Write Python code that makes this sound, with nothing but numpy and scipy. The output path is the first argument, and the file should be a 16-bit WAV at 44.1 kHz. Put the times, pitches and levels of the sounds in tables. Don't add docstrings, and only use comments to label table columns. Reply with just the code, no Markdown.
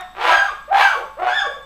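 import sys
import numpy as np
from scipy import signal
from scipy.fft import rfft, irfft
from scipy.io import wavfile
from scipy.ndimage import uniform_filter1d

SR = 44100
rng = np.random.default_rng(int(sys.argv[2]) if len(sys.argv) > 2 else 0)


def unload_wav(signal):
    wavfile.write(
        sys.argv[1],
        SR,
        np.round(np.clip(np.atleast_2d(signal).T, -1, 1) * 32767).astype(np.int16),
    )


def boost(x):
    u = np.asarray(x, float) / 20
    return 10 ** u


N = 72765
LEAD_SAMPLES = 11025

# time_s, pitch_hz, level_db, roughness_0_1, half_pitch_share_0_1
EARLIER_YELP = [
    [(-.2, 725, -9, .4, 1), (-.05, 738.5, -38.5, 0.33, 0.23), (.02, 732, -33.5, 0.1, 1)],
    [(-.2, 1810, -16, .2, 0), (-.08, 1816, -36, 0.2674, 0), (-.03, 1890, -59, 0.13, 0.013)],
]


def evened(x):
    return x / np.sqrt(np.mean(x ** 2) + 1e-20)


def read(points, hz):
    table_hz, value = np.transpose(points)
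    return np.interp(np.log(hz + 1), np.log(table_hz + 1), value)


def coloured(x, points):
    gain = boost(read(points, np.fft.rfftfreq(len(x), 1 / SR)))
    return irfft(rfft(x) * gain, len(x))


def drift(count, hz):
    width = max(int(SR / hz / 2), 1)
    once = uniform_filter1d(rng.standard_normal(count), width)
    return evened(uniform_filter1d(once, width))


def hiss():
    # freq_hz, density_db
    hiss_spectrum = [(20, -2), (36, -14), (90, -14.5), (200, -14.5), (450, -21), (3000, -23.5), (8000, -40),
                     (15000, -37)]
    return boost(-52.5) * evened(coloured(rng.standard_normal(N), hiss_spectrum))


def channel_noise():
    # freq_hz, density_db
    apart_spectrum = [(15, 4), (60, -6), (150, -12), (500, -22), (1000, -32), (5000, -39), (10000, -37),
                      (15000, -37)]
    noise = boost(-61) * evened(coloured(rng.standard_normal(N), apart_spectrum))
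    return noise * np.array([[1], [-1]])


def hum():
    # freq_hz, level_db
    hum_tones = [
        (50.3, -54),
        (120, -70.5),
        (195, -69),
    ]
    t = np.arange(N) / SR
    return sum(boost(db + 1.5 + 0.33 * drift(N, 11)) * np.sin(2 * np.pi * hz * t) for hz, db in hum_tones)


def motor_whine():
    period_s, on_s, first_s = .0667, .03, -.0085
    whine_hz, whine_db, click_db = 12050, -70.5, -60
    t = np.arange(N) / SR
    on = uniform_filter1d(1. * ((t - first_s) % period_s < on_s), size=24)
    tone = boost(whine_db) * on * np.sin(2 * np.pi * whine_hz * t)
    edge = 4 * on * (1 - on)
    return tone + boost(click_db) * edge * np.diff(rng.choice([-1., 1.], N + 1))


def motor_whir():
    # start_s, level_db
    blips = [(.021, -73.5), (0.107, -62), (.625, -61.5), (1.109, -88), (1.51, -86), (1.625, -61)]
    whir_hz, width_hz, whir_db = 7780, 70, -68.5
    blip_s, ramp_s = 0.0105, 0.00067
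    t = np.arange(N) / SR
    envelope = boost(whir_db) * drift(N, width_hz)
    for start_s, db in blips:
        to_edge_s = np.minimum(t - start_s, start_s + blip_s - t)
        envelope += boost(db) * np.clip(to_edge_s / ramp_s, 0, 1)
    return np.sqrt(2) * envelope * np.sin(2 * np.pi * whir_hz * t)


def tick():
    tick_modes = [6100, 7100, 9070, 9540, 11100, 14400]
    start_s, length_s, level_db = 0.0095, 0.00079, -30
    t = np.arange(N) / SR
    u = np.clip(t - start_s, 0, 1) / length_s
    return boost(level_db) * u * np.exp(-u) * sum(np.sin(2 * np.pi * hz * t) for hz in tick_modes) / 2


def knocks():
    # start_s, level_db, swing_hz
    hand_knocks = [
        (0.311, -41, 71.4),
        (.335, -44, 45),
        (0.373, -36, 44.4),
        (0.502, -44, 35.3),
    ]
    t = np.arange(N) / SR
    out = np.zeros(N)
    for start_s, db, hz in hand_knocks:
        cycle = np.clip(hz * (t - start_s), 0, 1)
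        out -= boost(db) * np.sin(2 * np.pi * cycle) * np.sin(np.pi * cycle)
    return out


def fold_tone(turns, hz, half, shut, throat):
    lowest_db, phase_spread = -5, .35
    blur_db_per_khz, blur_khz = -4, 6.8
    k = np.arange(1, 41)[:, None] / 2
    shape_db = read(throat, k * hz) + shut * np.log2(np.maximum(k, 1))
    shape_db += lowest_db * (k < 1) + blur_db_per_khz * np.maximum(k * hz / 1000 - blur_khz, 0)
    share = np.where(k % 1, half, 1)
    phase = k * turns + phase_spread * rng.random(k.shape)
    partials = np.cos(2 * np.pi * phase) * share * boost(shape_db) * (k * hz < SR / 2.5)
    power = (share ** 2 * boost(2 * shape_db)).sum(0) / 2
    return partials.sum(0) / np.sqrt(power)


def breath_puffs(turns, t, hz, shut, throat):
    puff_cycles, shut_share, edge_ratio = 0.19, .2, 0.94
    count = len(t)
    puffing = np.exp(-(turns % 1) / puff_cycles) * rng.standard_normal(count)
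    f, frames, z = signal.stft(coloured(puffing, throat), SR, nperseg=512)
    frame_s = t[0] + frames
    ratio = (f[:, None] + 1) / np.interp(frame_s, t, hz)
    mouth = boost(np.interp(frame_s, t, shut) * shut_share * np.log2(np.maximum(ratio, 1)))
    above_pitch = 1 / (1 + (edge_ratio / ratio) ** 8)
    return evened(signal.istft(z * mouth * above_pitch, SR, nperseg=512)[1][:count])


def voice(curve, throat, shut_db=0, throb_cycles=1, throb_db=0):
    count = 16384
    open_rough, gate_s = .5, .008
    wobble, jitter = .018, .27
    flutter_db, flutter_clear = 4.5, .4
    s, *controls = np.transpose(curve)
    t = s[0] + np.arange(count) / SR
    hz, level_db, rough, half = (np.interp(t, s, c) for c in controls)
    rough, half = np.clip(rough, 0, 1), np.clip(half, 0, 1)
    unsteady = 1 + wobble * drift(count, 70) + jitter * rough ** 2 * drift(count, 500)
    turns = np.cumsum(hz * unsteady) / SR
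    shut = shut_db * np.clip(1 - rough / open_rough, 0, 1)

    folds = fold_tone(turns, hz, half, shut, throat)
    puffs = breath_puffs(turns, t, hz, shut, throat)
    mixed = np.sqrt(1 - rough ** 2) * folds + rough * puffs

    flutter = flutter_db * (flutter_clear + rough / 2) * np.tanh(drift(count, 71.2))
    saw = .5 - uniform_filter1d(turns / throb_cycles % 1, size=30)
    throb = throb_db * np.clip(2 * rough, 0, 1) * saw
    gate = np.clip(np.minimum(t - s[0], s[-1] - t) / gate_s, 0, 1)
    out, at = np.zeros(N + LEAD_SAMPLES + count), LEAD_SAMPLES + round(s[0] * SR)
    out[at:at + count] = mixed * boost(level_db + flutter + throb) * gate
    return out[:N + LEAD_SAMPLES]


def moan():
    # time_s, pitch_hz, level_db, roughness_0_1, half_pitch_share_0_1
    moans = [
        [(.49, 577, -60, 0.05, 1), (.525, 409.5, -33, 0.65, 1), (.56, 400, -92, 0.2, 0.3)],
        [(.945, 484.2, -42, 0.3, 0.3), (.965, 451.8, -24, 0.36, 1), (1.01, 585.7, -32.5, 0.84, 0.5),
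         (1.04, 427, -32, 0.3, 0.3)],
        [(1.44, 688.6, -30, 0, 0), (1.475, 480, -24, 0.5, 1), (1.495, 515, -46, .3, 0.5),
         (1.52, 572, -29.5, 0, 0.1), (1.54, 497.4, -52, 0.5, 0.53), (1.565, 544, -32, 0.52, 0.1),
         (1.6, 410, -49, 0.04, 0.5)],
    ]
    # freq_hz, gain_db
    moan_throat = [(250, -1.5), (360, 11.5), (480, 15), (1100, -4), (2000, -37), (5000, -37), (15000, -79)]
    return sum(voice(curve, moan_throat) for curve in moans)


def falsetto():
    # time_s, pitch_hz, level_db, roughness_0_1, half_pitch_share_0_1
    arches = [
        [(.31, 1561, -12, 0.04, 0.34), (.34, 1621, -17.5, 0.24, 0.05), (.385, 1638, -16, 0.03, 0),
         (.41, 1603, -22.5, 0.2, 0.32), (.45, 1400, -30, 0.46, 0.22), (.50, 1123, -25, 0.22, 0.16),
         (.52, 1100, -58, 0.3, 0)],
        [(.80, 1541, -19.5, 0.3, 0.44), (.84, 1620, -14, 0.15, 0), (.88, 1489, -18.5, 0.04, 0),
         (.92, 1309, -28.5, 0, 0.42), (.955, 1106, -20, 0, 0.13), (.97, 1056, -45, 0.3, 0.2)],
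        [(1.255, 1240, -38.5, 0.05, 0.2), (1.28, 1411, -21, 0, 0), (1.315, 1699, -24.5, .15, 0.08),
         (1.345, 1752, -21, 0.19, 0.03), (1.375, 1757, -19, 0.15, 0), (1.40, 1631, -17.5, 0.18, 0.08),
         (1.42, 1214, -34, 0.33, 0.24), (1.45, 1137, -25.5, 0.04, 0.02), (1.47, 1123, -19, 0, 0)],
    ]
    # freq_hz, gain_db
    falsetto_throat = [(1100, 19), (1700, 2), (2700, -0.5), (3200, -12.5), (3550, 0), (4300, -19),
                       (5200, -18.5), (15000, -39)]
    return sum(voice(curve, falsetto_throat) for curve in arches + EARLIER_YELP[1:])


def chest_voice():
    # time_s, pitch_hz, level_db, roughness_0_1, half_pitch_share_0_1
    climbs = [
        [(.145, 296.2, -41, 0.5, 1), (.19, 431, -23, 0.4, 0.2), (.222, 464.8, -20.5, 0.54, 0.43),
         (.25, 497.9, -17.5, 0.55, 0.35), (.275, 652.6, -15.5, 0.56, 0.97), (.30, 653.6, -14, 0.47, 0.86),
         (.335, 679.1, -15.5, 0.65, 1), (.355, 620, -73, 0, 0.7)],
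        [(.676, 541.3, -30, 0, 0.23), (.697, 620, -29, 0.26, 0.12), (.71, 708.3, -17.5, 0.03, 0),
         (.721, 786, -9, 0.07, 0.06), (.74, 798.5, -16.5, 0.34, 0.38), (.76, 848.9, -19.5, 0.59, 0),
         (.79, 898.2, -17, .6, 0.26), (.815, 919.7, -12, .55, 0.43), (.85, 953, -78, 0, 0.3)],
        [(1.168, 492.6, -32.5, 0.2, 0.4), (1.185, 576.2, -31.5, 0.1, 0.25), (1.203, 701, -18, 0.25, 0.6),
         (1.212, 713.2, -58, 0.12, 0.38), (1.22, 742.2, -12, 0.2, 0.84), (1.245, 718.3, -26.5, 0.37, 0.25),
         (1.29, 726, -21.5, 0.45, 0.7), (1.33, 787, -38, 0.57, 0), (1.43, 800, -35, 0, 0.8)],
    ]
    # fold_cycles_per_throb, depth_db
    throbs = [
        (6.5, 11),
        (11.5, 14),
        (5.9, 20),
    ]
    # freq_hz, gain_db
    chest_throat = [(380, -5.5), (600, -0.5), (800, 5.5), (1050, 3), (2300, -4.5), (3700, -12), (5000, -25),
                    (15000, -41)]
    shut_db = -17
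    out = voice(EARLIER_YELP[0], chest_throat, shut_db)
    for curve, (cycles, depth_db) in zip(climbs, throbs):
        out += voice(curve, chest_throat, shut_db, cycles, depth_db)
    return out


def puppy():
    # freq_hz, gain_db
    kennel = [(200, -38), (270, -14), (330, 0), (8000, -0.5), (15000, 2.5)]
    return coloured(chest_voice() + falsetto() + moan(), kennel)


def room(x):
    # freq_hz, t60_s
    tail_t60 = [(250, 0.053), (480, 0.29), (750, 0.46), (1700, 0.45), (4500, 0.43), (12000, 0.65)]
    # freq_hz, level_db, t60_s
    standing_waves = [(3730, -12, 1), (578, -8, 0.19), (676.8, -7, 0.2), (732, -9, 0.24),
                      (809, -24.5, 0.22), (6530, 0.5, 0.15), (879, -6, 0.82), (983, -8, 0.39),
                      (1122, -17, 0.85), (1316, 0, 0.51), (3525, -8, 0.96), (1635, -8.5, 0.79),
                      (1690, -39, .5), (2305, 1, .5)]
    direct_db, room_db, gap_s = -4, 1, 0.0047
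    taps, at = np.zeros(SR), np.arange(0, SR - 20, 20)
    taps[at + rng.integers(0, 20, len(at))] = rng.choice([-1., 1.], len(at))
    hz, frame_s, z = signal.stft(taps, SR, nperseg=256)
    decay = boost(-60 * frame_s / read(tail_t60, hz)[:, None])
    tail = signal.istft(z * decay, SR, nperseg=256)[1][:SR]
    tail /= np.linalg.norm(tail)
    t = np.arange(SR) / SR
    for f, db, t60_s in standing_waves:
        fall = boost(-60 * t / t60_s)
        tail += boost(db) * 8 * fall / fall.sum() * np.sin(2 * np.pi * f * t)
    tail *= np.clip(t / gap_s - .5, 0, 1)
    ring = signal.fftconvolve(x, tail)[:len(x)]
    return (boost(direct_db) * x + boost(room_db) * ring)[LEAD_SAMPLES:]


def scene():
    offset = [
        [.001],
        [.0004],
    ]
    camera = hiss() + hum() + motor_whine() + motor_whir() + tick()
    return camera + knocks() + room(puppy()) + channel_noise() + offset


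def top_cut(x):
    return signal.sosfilt(signal.butter(12, 15160, fs=SR, output="sos"), x)


def record(dry):
    ceiling, skew, edge_hz = .96, 0.0092, 14950
    soft = dry / (1 + (dry / ceiling) ** 6) ** (1 / 6)
    swung = soft + skew * soft ** 2
    lowpass = signal.firwin(511, edge_hz, window=("kaiser", 9), fs=SR)
    mix = signal.oaconvolve(swung, lowpass[None], "same")
    return top_cut(mix)


dry = scene()
out = record(dry)
unload_wav(out)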